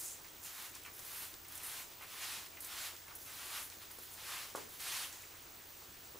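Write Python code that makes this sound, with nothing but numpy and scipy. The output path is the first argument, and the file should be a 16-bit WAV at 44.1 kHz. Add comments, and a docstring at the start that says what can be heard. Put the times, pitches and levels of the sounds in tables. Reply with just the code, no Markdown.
"""A trigger spray bottle is pumped close by in a workshop. Each squeeze drums mist on a metal part
while air and liquid fizz, whistle and spit through the nozzle; dribbles and hisses fall in between.
The valve ticks, the plastic trigger knocks, and a few dull blows thud on a hollow body.
Behind it a far fan hums and a camera's electronics whine at the top of the band.
The concrete floor and the room add a short echo."""
import sys
import numpy as np
from scipy import signal
from scipy.fft import rfft, irfft, next_fast_len
from scipy.io import wavfile
from scipy.ndimage import uniform_filter1d, map_coordinates

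SR = 44100
rng = np.random.default_rng(int(sys.argv[2]) if len(sys.argv) > 2 else 0)


def store_pcm(level_fs):
    """Save levels as 16-bit WAV."""
    pcm = np.round(np.clip(level_fs, -1, 1) * 32767).astype(np.int16)
    wavfile.write(sys.argv[1], SR, np.atleast_2d(pcm).T)


N = 273111
T = np.arange(N) / SR
BURST_N = SR // 4  # samples in one tick, knock or thud


def amp(db):
    """Decibels to gain."""
    return 10 ** (np.asarray(db) / 20)


def unit(x):
    """Scale to rms 1."""
    return x / np.sqrt(np.mean(x ** 2) + 1e-20)


def curve_at(points, hz):
    """Read a curve of (freq_hz, value) points on a log frequency axis."""
    freqs, values = np.transpose(points)
    return np.interp(np.log(hz + 1), np.log(freqs + 1), values)


def wobble(rate_hz):
    """A smooth random curve with rate_hz knots a second."""
    return map_coordinates(rng.standard_normal(int(N * rate_hz / SR) + 4), [T * rate_hz])


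def filtered(x, response):
    """Pass x through a complex frequency response."""
    size = next_fast_len(x.shape[-1] + 8192)
    return irfft(rfft(x, size) * response(np.fft.rfftfreq(size, 1 / SR)), size)[..., :x.shape[-1]]


def modes(table):
    """Response of resonances (pitch_hz, width_hz, level_db), summed with alternating polarity."""
    return lambda f: sum((-1) ** k * amp(db) * 1j * f * width / (hz * hz - f * f + 1j * f * width)
                         for k, (hz, width, db) in enumerate(table))


def patchy_noise(depth_db):
    """White noise with louder and softer patches across time and frequency."""
    spectrum = signal.stft(rng.standard_normal(N), nperseg=256)[2]
    patches = uniform_filter1d(rng.standard_normal(spectrum.shape), 5, axis=0)
    patches = uniform_filter1d(patches, 12, axis=1)
    return unit(signal.istft(spectrum * amp(depth_db * unit(patches)), nperseg=256)[1][:N])


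def droplets(rate_hz, spread_db):
    """Single impacts at random moments, a few larger than the rest."""
    hits = rng.random(N) < rate_hz / SR
    size = np.minimum(rng.exponential(size=N), 3.5)
    return unit(hits * rng.choice([-1, 1], N) * amp(spread_db * size))


def add_burst(track, start_s, level_db, response, grain, t60_s, rise_s):
    """Mix in a grainy push that rises, dies away and rings through a response, peaking at level_db."""
    t = T[:BURST_N]
    push = (1 - np.exp(-t / rise_s)) * amp(-60 * t / t60_s) * grain
    ring = filtered(push, response)
    slot = track[round(start_s * SR):][:BURST_N]
    slot += amp(level_db) * ring[:len(slot)] / np.abs(ring).max()


# Tone of the fan and room air: freq_hz, relative_db
AIR_SPECTRUM = [(20, -15), (40, -14.5), (65, -8.5), (90, -15.5), (130, -11), (200, -16.5), (350, -10),
                (430, -13), (500, -13.5), (1200, -13.5), (2500, -15.5), (8000, -17.5), (12500, -23.5),
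                (14000, -34), (16000, -16.5)]
# How alike the air is left and right: freq_hz, correlation
AIR_CORRELATION = [(30, 0.98), (80, 0.97), (130, 0.89), (290, 0.55), (600, 0.47), (1400, 0.32),
                   (3100, 0.69), (6800, 0.9), (15000, 0.55)]
def room_air():
    """A steady bed of fan rumble and room hiss, widest in the midrange."""
    def colour(hz):
        width_rad = np.arccos(np.clip(curve_at(AIR_CORRELATION, hz), -1, 1)) / 2
        return amp(curve_at(AIR_SPECTRUM, hz)) * [np.cos(width_rad), np.sin(width_rad)]
    noise = np.array([patchy_noise(depth_db=1.26), patchy_noise(depth_db=0.4)])
    mid, side = filtered(noise, colour)
    return amp(-54.5) * unit(np.array([mid + side, mid - side]))


def fan_hum(pitch_hz=90.2, level_db=-73.5):
    """The blade tone wavers a little in pitch and strength."""
    cycles = np.cumsum(pitch_hz + 1.44 * wobble(3.3)) / SR
    flutter_db = 2 * wobble(9)
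    return amp(level_db + flutter_db) * np.sqrt(2) * np.sin(2 * np.pi * cycles)


# Whine partials: carrier_hz, sweep_rad, [(offset_beats, relative_db) for each tone in the cluster]
WHINE_TONES = [(15404.7, .45, [(-3, -83), (-2, -76), (-1, -68), (0, -64.5), (1, -68.5), (2, -78),
               (3, -85)]), (13666.0, 1.3, [(-5, -83), (-4, -80), (-2, -76), (-1, -74), (0, -69), (1, -83),
               (2, -84)]), (14385.4, .45, [(-1, -88), (0, -82), (1, -86)])]
def electronics_whine(beat_hz=59.947, beat_start_s=.0011):
    """High tones drift and flicker; locked side tones make them throb at the beat rate."""
    beat = 2 * np.pi * beat_hz * (T - beat_start_s)
    drift = 2 * np.pi * np.cumsum(0.79 * wobble(3.8)) / SR
    tones = 0
    for hz, sweep_rad, cluster in WHINE_TONES:
        tremble = .3 * (hz > 15000) * wobble(300)  # top carrier only
        carrier = 2 * np.pi * hz * T + drift + tremble
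        for k, db in cluster:
            tones += amp(db) * np.sqrt(2) * np.cos(carrier + k * beat + sweep_rad * k * k)
    flicker_db = 0.77 * wobble(20)
    return tones * amp(flicker_db) * amp([[0], [2.8]])  # leans right


# Decay of the workshop: freq_hz, t60_s
ROOM_DECAY = [(200, 0.67), (1500, 0.14), (6000, 0.2), (14000, 0.081)]
def workshop_reverb(x, predelay_n=250):
    """A stereo room tail in which each frequency dies at its own speed."""
    hz, t, noise = signal.stft(rng.standard_normal((2, SR // 2)), SR, nperseg=256)
    decay = amp(-60 * t / curve_at(ROOM_DECAY, hz)[:, None])
    tail = signal.istft(noise * decay, SR, nperseg=256)[1]
    tail /= np.linalg.norm(tail[0])
    return signal.fftconvolve(np.pad(x, (predelay_n, 0))[None], tail, axes=1)[:, :N]


def floor_echo(x, left_s=0.0016, right_s=0.0033):
    """Hard concrete returns the treble best, reaching each side at its own time."""
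    bright = filtered(x, lambda f: 1j * f / (7000 + 1j * f))
    return np.array([np.pad(bright, (round(delay_s * SR), 0))[:N] for delay_s in (left_s, right_s)])


# Lower and upper ring of the hollow body: pitch_hz, width_hz
BODY_MODES = [(450, 230), (1200, 410)]
# Blows and their bounces: start_s, level_db, upper_ring_db
BLOWS = [(3.986, -44, 1), (4.55, -28, 5), (4.5535, -34.5, 15), (4.559, -36, 17), (4.575, -38, 3),
         (4.582, -36, 9), (4.589, -41, 0), (6.147, -47.5, -9), (6.157, -44.5, 1)]
def thuds():
    """Very short, dull blows ring a hollow body."""
    track = np.zeros(N)
    lower, upper = BODY_MODES
    for start_s, level_db, upper_ring_db in BLOWS:
        body = modes([(*lower, 0), (*upper, upper_ring_db)])
        dulled = lambda f: body(f) / (1 + 1j * f / 2200)
        contact = rng.normal(1, 0.31, BURST_N)
        add_burst(track, start_s, level_db, dulled, contact, t60_s=.003, rise_s=.0001)
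    return track


# Resonances of the plastic head: pitch_hz, width_hz
HEAD_MODES = [(1150, 200), (1750, 86), (2050, 380), (2550, 740)]
# Trigger knocks and rasps: start_s, level_db, pitch_hz, t60_s, rise_s
TRIGGER_KNOCKS = [(0.243, -49, 1760, 0.15, .002), (.737, -48, 2550, 0.029, 0.0009),
                  (.757, -45.5, 1100, 0.085, 0.00083), (0.849, -42.5, 2550, 0.035, .001),
                  (.859, -44, 2280, .04, 0.00092), (0.868, -52, 1750, 0.048, .002),
                  (.874, -45, 1700, 0.092, .001), (1.45, -51, 1750, 0.056, .001),
                  (1.599, -53, 1500, 0.041, .002), (1.998, -54, 2550, .04, .001),
                  (2.009, -47, 1290, 0.056, .002), (2.02, -44.5, 2230, 0.1, .015),
                  (2.462, -50.5, 2000, 0.041, .001), (2.568, -45, 1990, 0.071, .002),
                  (3.08, -48, 2000, .03, .001), (3.104, -48.5, 1260, .1, .012),
                  (3.722, -51, 2700, .04, .001), (5.23, -47.5, 1990, 0.065, .004)]
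def trigger_knocks():
    """The trigger rattles the plastic head, each knock favouring the resonances near its own pitch."""
    track = np.zeros(N)
    for start_s, level_db, pitch_hz, t60_s, rise_s in TRIGGER_KNOCKS:
        head = modes([(hz, width, -9 * abs(np.log2(hz / pitch_hz))) for hz, width in HEAD_MODES])
        softened = lambda f: head(f) / (1 + (1j * f / 3500) ** 2 + 1.4j * f / 3500)
        slips = rng.standard_normal(BURST_N) ** 3  # uneven, spiky contact
        add_burst(track, start_s, level_db, softened, slips, t60_s, rise_s)
    return track


# Nozzle spits (long) and valve ticks (short): start_s, level_db, centre_hz, t60_s
SPITS_AND_TICKS = [(0.245, -46, 6000, .02), (.436, -42, 10800, .07), (.6235, -35, 12500, .03),
                   (.7524, -38, 7400, 0.02), (.835, -42, 8500, .04), (.939, -43, 11500, .08),
                   (.968, -43, 10500, .06), (0.992, -38, 8000, 0.081), (1.0495, -38, 11400, .09),
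                   (1.34, -37.5, 5300, 0.025), (1.448, -54, 6600, .02), (1.484, -40.5, 10500, .05),
                   (1.523, -36, 11000, 0.033), (1.5544, -34, 11500, .04), (1.5772, -35, 7000, .03),
                   (1.6344, -35, 11500, .08), (2.4612, -39.5, 6400, 0.033), (2.605, -36, 10500, .12),
                   (2.6459, -35, 10000, .07), (2.6703, -38, 11500, .06), (2.965, -39.5, 5500, .025),
                   (3.0809, -45, 8500, .02), (3.152, -39, 11800, 0.093), (3.1882, -44, 10500, .04),
                   (3.2635, -41, 11000, .04), (3.456, -40, 9000, .04), (3.7002, -37.5, 6000, .03),
                   (3.913, -36.5, 11600, .05), (3.9868, -41, 11000, 0.082), (4.501, -40, 6600, 0.033),
                   (4.557, -37, 7960, .08), (4.69, -42, 11000, 0.11), (4.8035, -36, 8900, 0.053),
                   (4.967, -34, 6000, .03), (5.127, -40, 6960, 0.036), (5.221, -43, 8500, .06)]
def spits_and_ticks():
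    """The nozzle and valve let out short, bright puffs of noise."""
    track = np.zeros(N)
    snap = 1 + .8 * np.exp(-T[:BURST_N] / .002)  # sharpens the attack
    for start_s, level_db, centre_hz, t60_s in SPITS_AND_TICKS:
        cavity = modes([(centre_hz, 1.1 * centre_hz, 0)])
        puff = snap * rng.standard_normal(BURST_N)
        add_burst(track, start_s, level_db, lambda f: cavity(f) ** 2, puff, t60_s, rise_s=.0001)
    return track


def swell(start_s, spans_s, levels_db):
    """Pump pressure ramps up from rest and back in straight lines; the sound follows its square."""
    times = start_s + np.cumsum([0, *np.abs(spans_s)])
    return np.interp(T, times, [0, *np.sqrt(amp(levels_db)), 0]) ** 2


# Squeezes: start_s, rise_s, hold_s, release_s, opening_db (relative to the peak),
# then the peaks: metal_db, hollow_db, whistle_db, fizz_db, sizzle_db
SQUEEZES = [(-.06, 0.065, 0.041, 0.18, 2.5, -64, -62.5, -49.5, -48.5, -57),
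            (.43, 0.18, 0.042, 0.12, -4.5, -53, -57, -61, -57, -57),
            (0.964, 0.22, 0.054, 0.15, -9.5, -51.5, -56.5, -61.5, -50.5, -49),
            (1.468, 0.27, 0.062, .11, -12.5, -51, -54.5, -58, -54, -53.5),
            (2.048, .19, 0.093, 0.24, -13, -46.5, -52.5, -63, -54, -58),
            (2.605, 0.17, 0.083, .16, -11.5, -47.5, -53, -63, -55, -56.5),
            (3.242, .31, 0.029, 0.17, -9.5, -48, -52, -57.5, -52.5, -56),
            (4.152, 0.13, 0.11, 0.23, -10.5, -47.5, -52.5, -64, -56.5, -62),
            (4.776, 0.11, 0.14, 0.16, -6.5, -44.5, -51.5, -61, -51, -55)]
# Dribbles landing on the part: peak_s, rise_s, fall_s, metal_db, hollow_db
PART_DRIBBLES = [(.46, 0.057, .04, -58, -70), (.75, .012, 0.11, -54.5, -72), (.86, 0.025, .05, -67, -59),
                 (1.52, 0.047, .08, -62, -62), (1.92, .03, 0.059, -60, -80), (2.03, .04, 0.08, -60, -55),
                 (2.17, 0.087, .08, -67, -56), (2.59, 0.036, .04, -78, -61), (3.1, 0.028, 0.14, -81, -62),
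                 (3.73, .07, .07, -58.5, -70), (3.83, 0.052, 0.085, -54, -58.5),
                 (3.91, 0.027, 0.039, -57, -60), (4.08, 0.29, 0.21, -58.5, -68),
                 (4.56, 0.034, 0.21, -54, -55.5), (4.74, 0.087, 0.16, -58, -67),
                 (5.13, .022, 0.26, -58.5, -61)]
# Air alone hissing through the nozzle: peak_s, rise_s, fall_s, whistle_db, fizz_db, sizzle_db
NOZZLE_HISSES = [(.24, .05, .07, -67, -80, -70), (.46, 0.074, 0.089, -51, -53, -53),
                 (.75, .012, 0.12, -59, -71, -64), (.86, .03, 0.063, -59, -61, -62),
                 (.96, 0.078, 0.13, -72, -66, -55), (1.57, .08, 0.088, -62, -54, -57),
                 (1.65, .03, 0.2, -68, -45, -59), (2.03, .04, .05, -67, -57, -64),
                 (2.62, 0.034, 0.22, -72, -59, -50), (2.97, .05, .1, -63, -71, -67),
                 (3.154, .004, .05, -64, -64, -48.5), (3.21, 0.046, 0.3, -61, -60, -55),
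                 (3.64, 0.17, 0.1, -65, -49.5, -51), (3.74, 0.066, .16, -61, -77, -65),
                 (3.94, .05, 0.11, -70, -72, -58), (4.03, 0.068, 0.077, -64, -61, -53),
                 (4.13, 0.066, 0.12, -58, -55, -55), (4.45, .08, 0.13, -65, -67, -63),
                 (4.56, 0.028, 0.2, -54, -63, -60), (4.74, 0.1, 0.18, -66, -59, -54.5),
                 (4.806, .004, .06, -56, -61, -49), (5.13, .022, 0.34, -57, -70, -66)]
def pump_envelopes(valve_open_s=0.025, whistle_lag_s=0.044):
    """Gains of the five spray layers; squeezes, dribbles and hisses add in power."""
    power = np.zeros((5, N))
    for start_s, rise_s, hold_s, release_s, opening_db, *peaks_db in SQUEEZES:
        spans_s = [valve_open_s, rise_s - valve_open_s, hold_s, release_s]
        flow = swell(start_s, spans_s, [opening_db, 0, 0])
        late = swell(start_s + whistle_lag_s, spans_s, [opening_db, 0, 0])  # as the chamber empties
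        power += (amp(peaks_db)[:, None] * [flow, flow, late, flow, flow]) ** 2
    for cues, layers in ((PART_DRIBBLES, slice(0, 2)), (NOZZLE_HISSES, slice(2, 5))):
        for peak_s, rise_s, fall_s, *peaks_db in cues:
            flow = swell(peak_s - rise_s, [rise_s, fall_s], [0])
            power[layers] += (amp(peaks_db)[:, None] * flow) ** 2
    return np.sqrt(power)


# Nozzle cavity resonances, low to high, each with a weaker neighbour: pitch_hz, width_hz, level_db
WHISTLE_MODES = [(7150, 1900, 10), (5770, 8500, -9.5)]
FIZZ_MODES = [(9130, 2850, 2), (10900, 5600, 0)]
SIZZLE_MODES = [(11070, 2050, 14), (12300, 14000, 1)]
def nozzle_jet(gains):
    """Air and liquid rush through the nozzle cavity and make it whistle, fizz and sizzle."""
    sputter = amp(1.15 * wobble(120) + 0.15 * wobble(21))  # slugs of liquid interrupt the jet
    jet = sputter * (patchy_noise(depth_db=1.5) + .5 * droplets(rate_hz=1500, spread_db=2.5))
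    voices = (WHISTLE_MODES, FIZZ_MODES, SIZZLE_MODES)
    return sum(gain * unit(filtered(jet, modes(voice))) for gain, voice in zip(gains, voices))


# Tone of mist on bare metal: freq_hz, relative_db
MIST_SPECTRUM = [(700, -33), (1500, -18), (2200, -4), (3000, 0), (4000, 0), (7400, -4), (9000, -5),
                 (12000, -3), (20000, -58)]
# Resonances of the part's hollow channel: pitch_hz, width_hz, level_db
CHANNEL_MODES = [(933, 470, -0.5), (1286, 360, 5.5), (1780, 860, -0.5)]
def mist_on_part(metal_gain, hollow_gain):
    """Fine droplets drum on bare metal and ring the hollow of the part."""
    landing = patchy_noise(depth_db=1.0) + 0.45 * droplets(rate_hz=2500, spread_db=2.0)
    metal = unit(filtered(landing, lambda f: amp(curve_at(MIST_SPECTRUM, f))))
    hollow = unit(filtered(landing, modes(CHANNEL_MODES)))
    flutter = amp(0.87 * wobble(25.06))
    return flutter * (metal_gain * metal + hollow_gain * hollow)


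def spray():
    """The pump drives both the mist on the part and the jet in the nozzle."""
    metal_gain, hollow_gain, *nozzle_gains = pump_envelopes()
    return mist_on_part(metal_gain, hollow_gain) + nozzle_jet(nozzle_gains)


def scene():
    """The bottle up front and the thuds wetter, over the steady room bed."""
    bottle = spray() + spits_and_ticks() + trigger_knocks()
    blows = thuds()
    direct = (bottle + blows) * amp([[-.2], [.2]])
    echo = amp(-18.5) * floor_echo(bottle)
    reverb = amp(-11) * workshop_reverb(bottle) + amp(-7) * workshop_reverb(blows)
    return direct + echo + reverb + room_air() + fan_hum() + electronics_whine()


def record(dry):
    """A steep high cut: the treble fades just under the band limit, with nothing above."""
    roll_hz, limit_hz = 15600, 15780
    fade_db = lambda hz: -35 * np.clip((hz - roll_hz) / (limit_hz - roll_hz), 0, 1) ** 2
    return filtered(dry, lambda hz: amp(fade_db(hz)) * (hz < limit_hz))


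dry = scene()
out = record(dry)
store_pcm(out)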